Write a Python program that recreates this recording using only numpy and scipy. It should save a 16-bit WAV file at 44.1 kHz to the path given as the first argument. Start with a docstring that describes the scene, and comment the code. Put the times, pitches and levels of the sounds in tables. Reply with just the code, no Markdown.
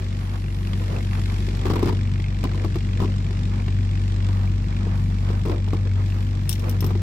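"""Small engine and a handled metal frame

A small four-stroke engine drones steadily across a lawn, as cosines on its shaft orders, with a puff of gas each turn.
The puffs, enveloped noise, rattle a loose cover. Someone wearing the recorder handles a metal tube frame:
the recorder's case creaks in slips (ringing modes and noise bursts) and a sleeve rubs past the ports (swelling noise).
A small metal fitting clinks close to the left port (high modes together with a crack of noise).
High noise swells and fades, over a steady machine and outdoor hiss.
"""
import sys
import numpy as np
from scipy import signal
from scipy.fft import rfft, irfft
from scipy.io import wavfile
from scipy.ndimage import uniform_filter1d

SR = 44100
rng = np.random.default_rng(int(sys.argv[2]) if len(sys.argv) > 2 else 0)


def voltage_ratio(level):
    """Linear amplitude factor for a level in decibels (scalar or array-like)."""
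    return 10 ** (np.asarray(level, float) / 20)


def transcribe(u):
    """Save the signal u as a 16-bit wav file named by the first command-line argument.

    u: samples, shape (n,) or (channels, n), limited to [-1, 1]; the rate is SR.
    q: integer samples, one column per channel.
    """
    v = np.clip(np.atleast_2d(u).T, -1, 1)
    q = np.round(v * 32767).astype(np.int16)
    wavfile.write(sys.argv[1], SR, q)


N = 309574
T = np.arange(N) / SR
HZ = np.maximum(np.linspace(0, SR / 2, 2049), 1)  # frequency grid of the noise filters

# Every *_COLOUR table is a relative noise spectrum: frequency_hz, density_db.
# Every *_SIDE table is the part unrelated between the ports: frequency_hz, side_re_mid_db.
# Every *_PAN table is the balance of the ports: frequency_hz, left_minus_right_db.

# Shaft speed: time_s, turns_hz
SHAFT_SPEED = [(0.0, 47.74), (0.35, 47.79), (1.05, 47.71), (1.4, 47.8), (2.1, 47.73), (2.8, 47.87),
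               (3.15, 47.84), (3.5, 47.99), (4.2, 48.01), (4.55, 47.82), (4.9, 47.95), (5.6, 47.99),
               (5.95, 47.96), (6.3, 48.16), (7.0, 48.15)]
# Drone levels: time_s, first_order_db, second_order_db, upper_orders_db
ORDER_LEVELS = [(0.0, -30, -27.5, -39.5), (1.0, -27.5, -25.5, -33.5), (1.5, -27, -25.5, -34.5),
                (2.6, -25.5, -24.5, -33.5), (3.5, -25.5, -22.5, -33), (4.0, -26.5, -22, -35),
                (5.0, -26, -23.5, -32), (6.1, -27, -22, -36.5), (7.0, -28, -22.5, -32.5)]
# Weaker orders, the halves from firing every second turn: shaft_multiple, level_re_upper_db, unsteadiness (0-1)
UPPER_ORDERS = [(1.5, -9, 1), (2.5, -7.5, 0.79), (3, -5.5, 0.6), (3.5, -9, 0.4), (4, -5.5, 0.37),
                (4.5, -17, 0.95), (5, -10, 0.56), (6, -20, 0.77), (7, -23, 0.76)]
# Levels of the exhaust puffs before their envelopes, and of the steady machine and outdoor hiss:
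# time_s, puff_db, steady_hiss_db
PUFF_AND_HISS_LEVELS = [(0.0, -35, -36), (0.6, -35.5, -36), (1.2, -30.5, -33.5), (2.1, -33, -36),
                        (2.93, -33, -36), (3.28, -34.5, -36.5), (4.3, -33.5, -36), (4.65, -37, -36),
                        (5.8, -35.5, -37), (6.57, -35.5, -35.5), (7.02, -38, -35.5)]
# Low and high parts of a puff
BARK_COLOUR = [(60, -47), (250, -22), (500, -19), (1200, -6.5), (1710, 0), (2000, -3), (2420, -1.5),
               (2950, -13.5), (3600, -32), (6000, -66)]
FIZZ_COLOUR = [(1200, -44), (2300, -13), (3380, 6), (4500, -4.5), (5500, -2.5), (6200, -14), (7500, -4.5),
               (8500, -13.5), (11000, -18), (12500, -35)]
# Steady machine and outdoor hiss
HISS_COLOUR = [(76, -22.5), (130, 2), (219, -5.5), (285, -14.5), (342, -10), (472, -23.5), (1400, -37.5),
               (1750, -28), (2410, -31.5), (3200, -33), (4240, -34.5), (7750, -44), (16000, -90)]
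# Stereo of distant sound
DISTANT_SIDE = [(100, -19), (300, -16.5), (700, -6), (1400, -4), (2400, -6.5), (5000, 2), (10000, -1.5)]
DISTANT_PAN = [(60, 2.5), (110, -1), (200, 3), (380, -1.5), (700, -5.5), (1290, -6), (2380, 2.5),
               (4400, -0.5), (8120, 6.5), (15000, 7)]
# Modes of the loose engine cover: frequency_hz, level_db, t60_s
COVER_MODES = [(1620, -6, 0.028), (2186, -1, 0.029), (2560, -1, .02), (2904, -3, .02), (3320, -3, 0.022),
               (4070, -7, .015)]
# Loudest rattles of the cover, each level driving all its modes: time_s, drive_db
COVER_KNOCKS = [(0.672, -34), (0.733, -36), (0.881, -40), (1.488, -33.5), (2.201, -35.5), (2.242, -35.5),
                (2.807, -37), (2.933, -36), (3.6835, -34), (4.766, -37.5), (6.558, -40)]
# Case slips; hardness tilts the modes: time_s, drive_db, tick_drive_db, hardness_db_per_octave
CASE_SLIPS = [(0.669, -27, -55, 1), (0.732, -30, -58, 10), (0.834, -30, -56, 0.1), (0.923, -23.5, -57, -1),
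              (0.953, -27, -55, 0.1), (1.148, -30.5, -54, 7), (1.485, -24.5, -59, -8), (1.57, -40, -46, -6),
              (1.65, -22, -48, 1), (1.655, -15, -46, 3.5), (1.666, -17.5, -41, 5), (1.681, -22, -44, 4),
              (1.701, -9, -41, 1.5), (1.71, -18.5, -46, 5.5), (1.735, -12, -43, 2.5), (1.757, -14, -39, 3),
              (1.764, -18, -47, 5), (1.793, -17.5, -41, 4), (1.828, -8, -40, 1.5), (1.858, -12, -41, 2),
              (1.873, -13.5, -46, 4), (1.882, -13.5, -47, 0.5), (1.889, -25.5, -44, 9.5),
              (1.894, -15.5, -52, 1), (1.924, -17, -51, 1), (2.196, -26, -62, -7), (2.439, -12.5, -37, 4.5),
              (2.451, -18.5, -55, 5.5), (2.515, -23.5, -61, 6.5), (2.545, -27, -52, 7.5),
              (2.578, -26, -64, 5.5), (2.61, -29, -62, 4), (2.636, -28, -60, 4), (2.646, -13, -45, 0.5),
              (2.756, -15.5, -45, 3.5), (3.002, -13, -47, 3), (3.018, -18, -49, -4.5),
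              (3.024, -16, -53, -6), (3.034, -19.5, -50, -5), (3.044, -17.5, -50, 3.5),
              (3.306, -25.5, -68, 0), (3.679, -23.5, -59, 5.5), (4.289, -24, -59, 2), (4.367, -27, -62, -3),
              (4.869, -23, -67, -8.5), (5.29, -26, -60, 6), (5.302, -16.5, -60, -2), (5.453, -18.5, -47, 3),
              (5.46, -18.5, -50, -4), (5.47, -22.5, -61, 3), (5.483, -17, -47, -5), (5.496, -15.5, -52, 2),
              (5.509, -27, -53, 4), (5.516, -20, -49, 5), (5.545, -22, -54, 1), (5.678, -20.5, -56, 0),
              (5.733, -12, -48, -3.5), (5.744, -28.5, -58, -5), (6.825, -16, -46, 2.5),
              (6.842, -15, -43, 2), (6.864, -20.5, -54, 2), (6.906, -17.5, -50, 2.5),
              (6.952, -18.5, -60, 3)]
# Modes of the case: frequency_hz, level_db, t60_s
CASE_RESONANCES = [(172, -1, 0.064), (246, 0, 0.032), (349, -1.5, 0.042), (570, -17, 0.014),
                   (426, -8.5, 0.096), (694, -16.5, 0.052), (992, -13.5, 0.048), (1187, -20, 0.049)]
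# Noise of a slip: body, grit and tick
SHAKE_COLOUR = [(30, -58), (90, 0.5), (160, -11), (350, 3.5), (560, -22), (950, -14.5), (1300, -20.5),
                (1500, -38), (2300, -34.5), (5000, -37), (6500, -52.5), (9000, -66), (14000, -58)]
GRIT_COLOUR = [(100, -50), (500, -11), (900, 9.5), (1400, 5), (2500, 3), (5000, -2.5), (6500, -23),
               (12000, -53)]
TICK_COLOUR = [(800, -52), (3000, -12), (6000, 0), (8500, -2), (10500, -6.5), (13000, 0.5), (15800, -13)]
# Stereo of the case
BODY_SIDE = [(60, -29), (110, -14), (200, -18), (380, -12.5), (700, 2.5), (1290, 0), (2380, -2), (4400, -3),
             (8120, 16), (15000, -10)]
BODY_PAN = [(60, 4), (110, 15), (200, 3.5), (380, 2), (700, 2), (1290, 2.5), (2380, -3.5), (4400, 5),
            (8120, 16), (15000, 27)]
# Metal clinks: time_s, drive_db, left_minus_right_db, modes_near_9khz_db, modes_near_13khz_db
FITTING_CLINKS = [(6.4932, -20.5, 26, 3, -2), (6.4943, -43, 10, -3, -2), (6.508, -32, 4, -17, -17),
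                  (6.514, -31, 7, -16, -16), (6.5278, -23.5, 24, -22, -20), (6.553, -37, 11, -21, -18),
                  (6.5953, -36, 7, -10, -11), (6.6952, -30, 8, -5, -2), (6.7124, -39, 6, -8, -9),
                  (6.8064, -28, 10, -12, -2), (6.8443, -33, 13, -8, -4), (6.8643, -36, 14, -16, 1),
                  (6.8962, -45.5, 3.5, -20, -19)]
# Modes of the fitting: frequency_hz, level_db, t60_s
FITTING_MODES = [(2760, -12, 0.035), (3720, -8, .015), (5200, -7, 0.014), (5540, 2.5, 0.026),
                 (6050, -12, .04), (8800, -5, 0.052), (9270, 6.5, 0.0097), (13200, 0, 0.046),
                 (13300, -12, 0.13), (13800, 1, .022), (13000, -1, .045), (15550, -22, .04)]
CRACK_COLOUR = [(300, -57), (1500, -27), (3000, 13), (6000, 4.0), (12000, -0.5), (16000, 0.0)]
# Sleeve strokes over the ports: full_level_s, hold_s, rub_db, scuff_db
SLEEVE_STROKES = [(0.0, 0.026, -47, -49.5), (0.214, 0.16, -52, -50), (0.817, .04, -41, -49),
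                  (0.906, 0.076, -39.5, -48), (1.138, 0.016, -58, -45), (1.307, 0.023, -56, -45.5),
                  (1.55, 0.034, -46, -50), (1.647, 0.23, -38.5, -44.5), (1.91, .06, -43.5, -54),
                  (2.43, .06, -42, -53), (2.54, 0.13, -42.5, -54), (3.002, .1, -42.5, -53),
                  (3.52, .07, -45.5, -47.5), (4.248, 0.23, -49, -47.5), (4.69, 0.14, -51, -49.5),
                  (4.853, 0.15, -49, -48), (5.25, 0.13, -44.5, -46.5), (5.505, .02, -35.5, -49),
                  (5.695, 0.1, -45, -51), (5.86, .01, -45, -51), (5.986, 0.022, -45, -47.5),
                  (6.147, 0.047, -47, -49), (6.647, 0.019, -36.5, -43), (6.706, 0.035, -41, -47),
                  (6.85, .05, -45, -49.5), (7.003, .02, -47, -54)]
# Low and grainy parts of a stroke
LOW_RUB_COLOUR = [(60, -50), (150, -9), (300, 7), (480, 5.5), (650, -3.5), (1200, -29), (4000, -67)]
CLOTH_SCUFF_COLOUR = [(100, -59), (400, -10.5), (750, 2.5), (1150, 3), (1450, -1.5), (2300, -8),
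                      (6000, -24), (10000, -61)]
# High noise swells: full_level_s, hold_s, level_db, left_minus_right_db
HIGH_SWELLS = [(0.0, .02, -67, 1), (0.202, 0.17, -66, 0), (.55, 0.49, -65, 2), (1.14, 0.34, -66, 8),
               (1.66, 0.18, -66, 9), (3.6, .06, -74, 2), (4.33, .13, -67, 0), (4.977, .06, -67, 1),
               (5.28, .13, -69, 1), (6.082, .15, -65.5, 8), (6.45, .02, -67, 15), (6.6, 0.096, -61, 0),
               (6.87, .03, -70, 17)]
HIGH_COLOUR = [(1500, -51), (4000, -12), (9000, -8), (13000, -3.5), (16000, -12)]
# Thin hiss that comes and goes, before its balance to the left: full_level_s, hold_s, level_db
THIN_SWELLS = [(.22, 0.8, -72), (1.15, 0.28, -70), (1.55, .25, -78), (3.7, .5, -83.5), (5.0, .4, -78),
               (6.7, .03, -78)]
THIN_COLOUR = [(8500, -45), (10200, -1.5), (10800, -1), (11300, 0.0), (13000, -49.0)]

# samples by which the right port hears drone, distant sound and near metal late
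DRONE_LAG, FAR_LAG, NEAR_LAG = 10, 18, 36


def shaft_turns():
    """Kinematics: the shaft angle, in turns, is the time integral of its speed."""
    return np.cumsum(curves(SHAFT_SPEED)[0]) / SR + 0.47


def exhaust_drone(turns):
    """Harmonic series: a periodic engine sounds on multiples of its shaft speed, with halves from firing."""
    first_db, second_db, upper_db = curves(ORDER_LEVELS)
    angle = 2 * np.pi * turns
    first = voltage_ratio(first_db + 1.4 * walk(4.7)) * np.cos(angle)
    second = voltage_ratio(second_db + 1.48 * walk(7.8)) * np.cos(2 * angle - 0.45)
    drone = first + second
    for multiple, db, unsteadiness in UPPER_ORDERS:
        # firings differ, so weak orders waver in size and phase; the non-even ones lead
        phase = multiple * angle + 1.23 * (multiple % 2 > 0)
        in_phase = (1 + unsteadiness * walk(22)) * np.cos(phase)
        quadrature = unsteadiness * walk(22) * np.sin(phase)
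        drone = drone + voltage_ratio(upper_db + db) * (in_phase + quadrature)
    balance = voltage_ratio(np.array([[0.9], [-0.9]]))
    return delayed(-np.sqrt(2) * drone * balance, DRONE_LAG)  # sqrt(2) turns rms levels into peaks


def exhaust_puffs(valve):
    """Jet noise: gas released once a turn is turbulent, with a low bark and a weaker, higher fizz."""
    puff_db = curves(PUFF_AND_HISS_LEVELS)[0]
    bark = puff(valve, puff_db, BARK_COLOUR, fade=0.13)
    fizz = puff(valve, puff_db - 6, FIZZ_COLOUR, fade=0.18)
    return delayed(bark + fizz, FAR_LAG)


def puff(valve, db, spectrum, fade):
    """Modulated noise: each turn gates one burst of random size; fade is its decay constant in turns."""
    scatter_db = 2.6  # rms spread of sizes
    sizes = voltage_ratio(scatter_db * rng.uniform(-np.sqrt(3), np.sqrt(3), 400))
    since = valve % 1
    gate = sizes[valve.astype(int)] * np.exp(-since / fade) * (1 - np.exp(-since / 0.1))
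    return stereo(gate * voltage_ratio(db), spectrum, DISTANT_SIDE, [(300, -2.1), (3000, -0.092), (8000, 1.0)])


def loose_cover(valve):
    """Forced impact: every puff pings the cover's modes, with their levels and tuning redrawn each time."""
    lag_s, drive_db, pan_db = 0.001, -12, 0.5  # lag and drive against the puff
    puff_db = curves(PUFF_AND_HISS_LEVELS)[0]
    opening = np.flatnonzero(np.diff(np.floor(valve)))
    luck_db = rng.uniform(-4, 4, 400)[:len(opening)]
    knock_s, knock_db = np.transpose(COVER_KNOCKS)
    times = np.append(T[opening] + lag_s, knock_s)
    db = np.append(puff_db[opening] + drive_db + luck_db, knock_db)
    gains = voltage_ratio(db[:, None] + pan_db * np.array([0.5, -0.5]))
    even_colour = np.zeros((len(times), len(COVER_MODES)))
    ring = rings(times, gains, COVER_MODES, even_colour, spread_db=3.0, detune=0.081)
    return delayed(ring, FAR_LAG)


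def case():
    """Stick-slip: each slip rings and shakes the case and ticks near the left port; hard slips are brighter."""
    times, db, tick_db, hardness = np.transpose(CASE_SLIPS)
    slope_db = np.outer(hardness, np.log2(np.transpose(CASE_RESONANCES)[0] / 450))
    gains = voltage_ratio(db[:, None] - 9.5 + np.array([0.7, -0.7]))
    ring = rings(times, gains, CASE_RESONANCES, slope_db, spread_db=2.0, detune=0.045)
    shake = stereo(bursts(times, db - 8.0, t60=0.062), SHAKE_COLOUR, BODY_SIDE, BODY_PAN)
    grit_envelope = bursts(times, db - 27.5 + 2 * hardness, t60=0.04)
    grit = stereo(grit_envelope, GRIT_COLOUR, [(1000, 0)], BODY_PAN)
    tick_envelope = bursts(times, tick_db, t60=0.017, rise=0.0001)
    tick = stereo(tick_envelope, TICK_COLOUR, [(1000, -9)], [(5000, 4), (9000, 12)])
    return -ring + shake + grit + delayed(tick, NEAR_LAG)


def fitting():
    """Modal excitation: a noise crack and a ring start together; the striking place sets the upper modes' share."""
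    times, db, pan_db, mid_db, top_db = np.transpose(FITTING_CLINKS)
    hz = np.transpose(FITTING_MODES)[0]
    share_db = np.outer(mid_db, (hz > 7000) & (hz < 11000)) + np.outer(top_db, hz > 11000)
    gains = voltage_ratio(np.array([db, db - pan_db]).T)
    ring = rings(times, gains, FITTING_MODES, share_db, spread_db=-1.0, detune=0.0038)
    crack_envelope = bursts(times, db - 14.0, t60=0.061, rise=0.0001)
    crack_pan = [(2000, 1.1), (5000, 4.6), (9000, 14.6)]
    crack = stereo(crack_envelope, CRACK_COLOUR, [(1000, 3.5)], crack_pan)
    return delayed(ring + crack, NEAR_LAG)


def sleeve():
    """Friction noise: cloth dragged over the ports gives a low rub and a scuff that share one grain."""
    start, hold, rub_db, scuff_db = np.transpose(SLEEVE_STROKES)
    grain = voltage_ratio(2 * walk(70))
    slopes = dict(rise_db_s=193, fall_db_s=153)
    rub_level = grain * swells(start, hold, rub_db, rest_db=-52.5, **slopes).max(0)
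    scuff_level = grain * swells(start, hold, scuff_db, rest_db=-55, **slopes).max(0)
    rub = stereo(rub_level, LOW_RUB_COLOUR, BODY_SIDE, [(300, 1.0), (700, -6.5)])
    scuff = stereo(scuff_level, CLOTH_SCUFF_COLOUR, [(1000, 1.3)], [(700, -7.5), (1300, -3.0)])
    return rub + scuff


def high_noise():
    """Band-limited noise: high, fast-flickering noise that swells and fades, each swell with its own balance."""
    start, hold, db, pan_db = np.transpose(HIGH_SWELLS)
    gains = swells(start, hold, db, rest_db=-75.5, rise_db_s=100, fall_db_s=100)
    rest_pan_db = 3
    pan_db = np.append(pan_db, rest_pan_db) @ gains / gains.sum(0)  # weighted by the gains
    level = gains.max(0) * voltage_ratio(2.0 * walk(290))
    noise = stereo(level, HIGH_COLOUR, [(1000, 0)], [(1000, 0)])
    return noise * voltage_ratio(np.array([pan_db, -pan_db]) / 2)


def thin_hiss():
    """Band-limited noise: a narrow high hiss at the left port comes and goes."""
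    start, hold, db = np.transpose(THIN_SWELLS)
    level = swells(start, hold, db, rest_db=-83.5, rise_db_s=72, fall_db_s=72).max(0)
    return stereo(level * voltage_ratio(2.0 * walk(30)), THIN_COLOUR, [(1000, 0)], [(1000, 18.8)])


def steady_hiss():
    """Broadband noise: machine and outdoor hiss, wavering slowly and partly unrelated between the ports."""
    hiss_db = curves(PUFF_AND_HISS_LEVELS)[1]
    hiss = stereo(voltage_ratio(hiss_db + walk(6)), HISS_COLOUR, DISTANT_SIDE, DISTANT_PAN)
    return delayed(hiss, FAR_LAG)


def rings(times, gains, modes, colour_db, spread_db, detune):
    """Modal superposition: each blow sums decaying sines; gains are (left, right), colour_db one per mode."""
    out = np.zeros((2, N + 4000))
    t = np.arange(4000) / SR
    hz, db, t60 = np.transpose(modes)[:, :, None]
    chance = rng.standard_normal((len(times), 2, len(modes), 1))
    for s, gain, extra_db, (level_draw, pitch_draw) in zip(times, gains, colour_db, chance):
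        decay = voltage_ratio(db + extra_db[:, None] + spread_db * level_draw - 60 * t / t60)
        ring = decay * np.sin(2 * np.pi * hz * (1 + detune * pitch_draw) * t)
        i = int(s * SR)
        out[:, i:i + len(t)] += gain[:, None] * ring.sum(0)
    return out[:, :N]


def bursts(times, db, t60, rise=0.00074):
    """Exponential decay: a sum of envelopes that jump up and die away; t60 and rise in seconds."""
    out = np.zeros(N + 4000)
    t = np.arange(4000) / SR
    for s, level_db in zip(times, db):
        i = int(s * SR)
        out[i:i + len(t)] += voltage_ratio(level_db - 60 * t / max(t60, 0.003)) * (1 - np.exp(-t / rise))
    return out[:N]


def swells(start, hold, db, rest_db, rise_db_s, fall_db_s):
    """Linear decibel slopes: one gain row per swell (rise, hold, fall), and a last row at rest."""
    early = start[:, None] - T
    late = T - (start + hold)[:, None]
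    gains = voltage_ratio(db[:, None] - rise_db_s * np.maximum(early, 0) - fall_db_s * np.maximum(late, 0))
    return np.vstack([gains, voltage_ratio(rest_db) + 0 * T])


def stereo(envelope, spectrum, side, pan):
    """Interaural coherence: unrelated mid and side noises, coloured, then balanced left to right."""
    db = at(spectrum, HZ)
    db = db - 10 * np.log10(np.mean(voltage_ratio(2 * db)))  # unit mean power
    mid_noise, side_noise = envelope * rng.standard_normal((2, N))
    ports = []
    for sign in (1, -1):
        tilt = sign * at(pan, HZ) / 2
        mid = colour(mid_noise, db + tilt)
        ports.append(mid + sign * colour(side_noise, db + tilt + at(side, HZ)))
    return np.array(ports)


def colour(x, db):
    """Minimum phase: folding the cepstrum makes a causal filter with the gains db on the grid HZ."""
    cepstrum = irfft(db * np.log(10) / 20)
    cepstrum[1:len(HZ) - 1] *= 2
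    cepstrum[len(HZ):] = 0
    return signal.oaconvolve(x, irfft(np.exp(rfft(cepstrum))))[:N]


def delayed(pair, lag):
    """Arrival-time difference: the right port hears the sound lag samples later."""
    return np.array([pair[0], np.roll(pair[1], lag)])


def walk(rate):
    """Low-passed chance: random levels held 1 / rate s and smoothed twice; spread near 1."""
    k = int(SR / rate)
    steps = np.repeat(rng.standard_normal(N // k + 1), k)
    return 1.18 * uniform_filter1d(uniform_filter1d(steps, k), k)[:N]


def curves(table):
    """Linear interpolation: the columns of a time table, one value per sample."""
    s, *columns = np.transpose(table)
    return [np.interp(T, s, column) for column in columns]


def at(points, hz):
    """Logarithmic frequency: a spectrum in dB is read along a log axis."""
    f, db = np.transpose(points)
    return np.interp(np.log(hz), np.log(f), db)


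def scene():
    """Superposition: the sound pressures of all sources add in the open air."""
    turns = shaft_turns()
    valve = turns + 0.535  # a puff begins at each whole number
    engine = exhaust_drone(turns) + exhaust_puffs(valve) + loose_cover(valve)
    near = case() + fitting() + sleeve() + high_noise() + thin_hiss()
    return engine + near + steady_hiss()


def top_cut(x):
    """Nothing passes above the cut-off."""
    return signal.sosfilt(signal.butter(12, 16860, fs=SR, output="sos"), x)


def record(dry):
    """Band limiting: a steep elliptic low-pass removes the sound above 15.9 kHz."""
    low_pass = signal.ellip(8, 0.2, 60, 15900, fs=SR, output="sos")
    mix = signal.sosfilt(low_pass, dry)
    return top_cut(mix)


dry = scene()
out = record(dry)
transcribe(out)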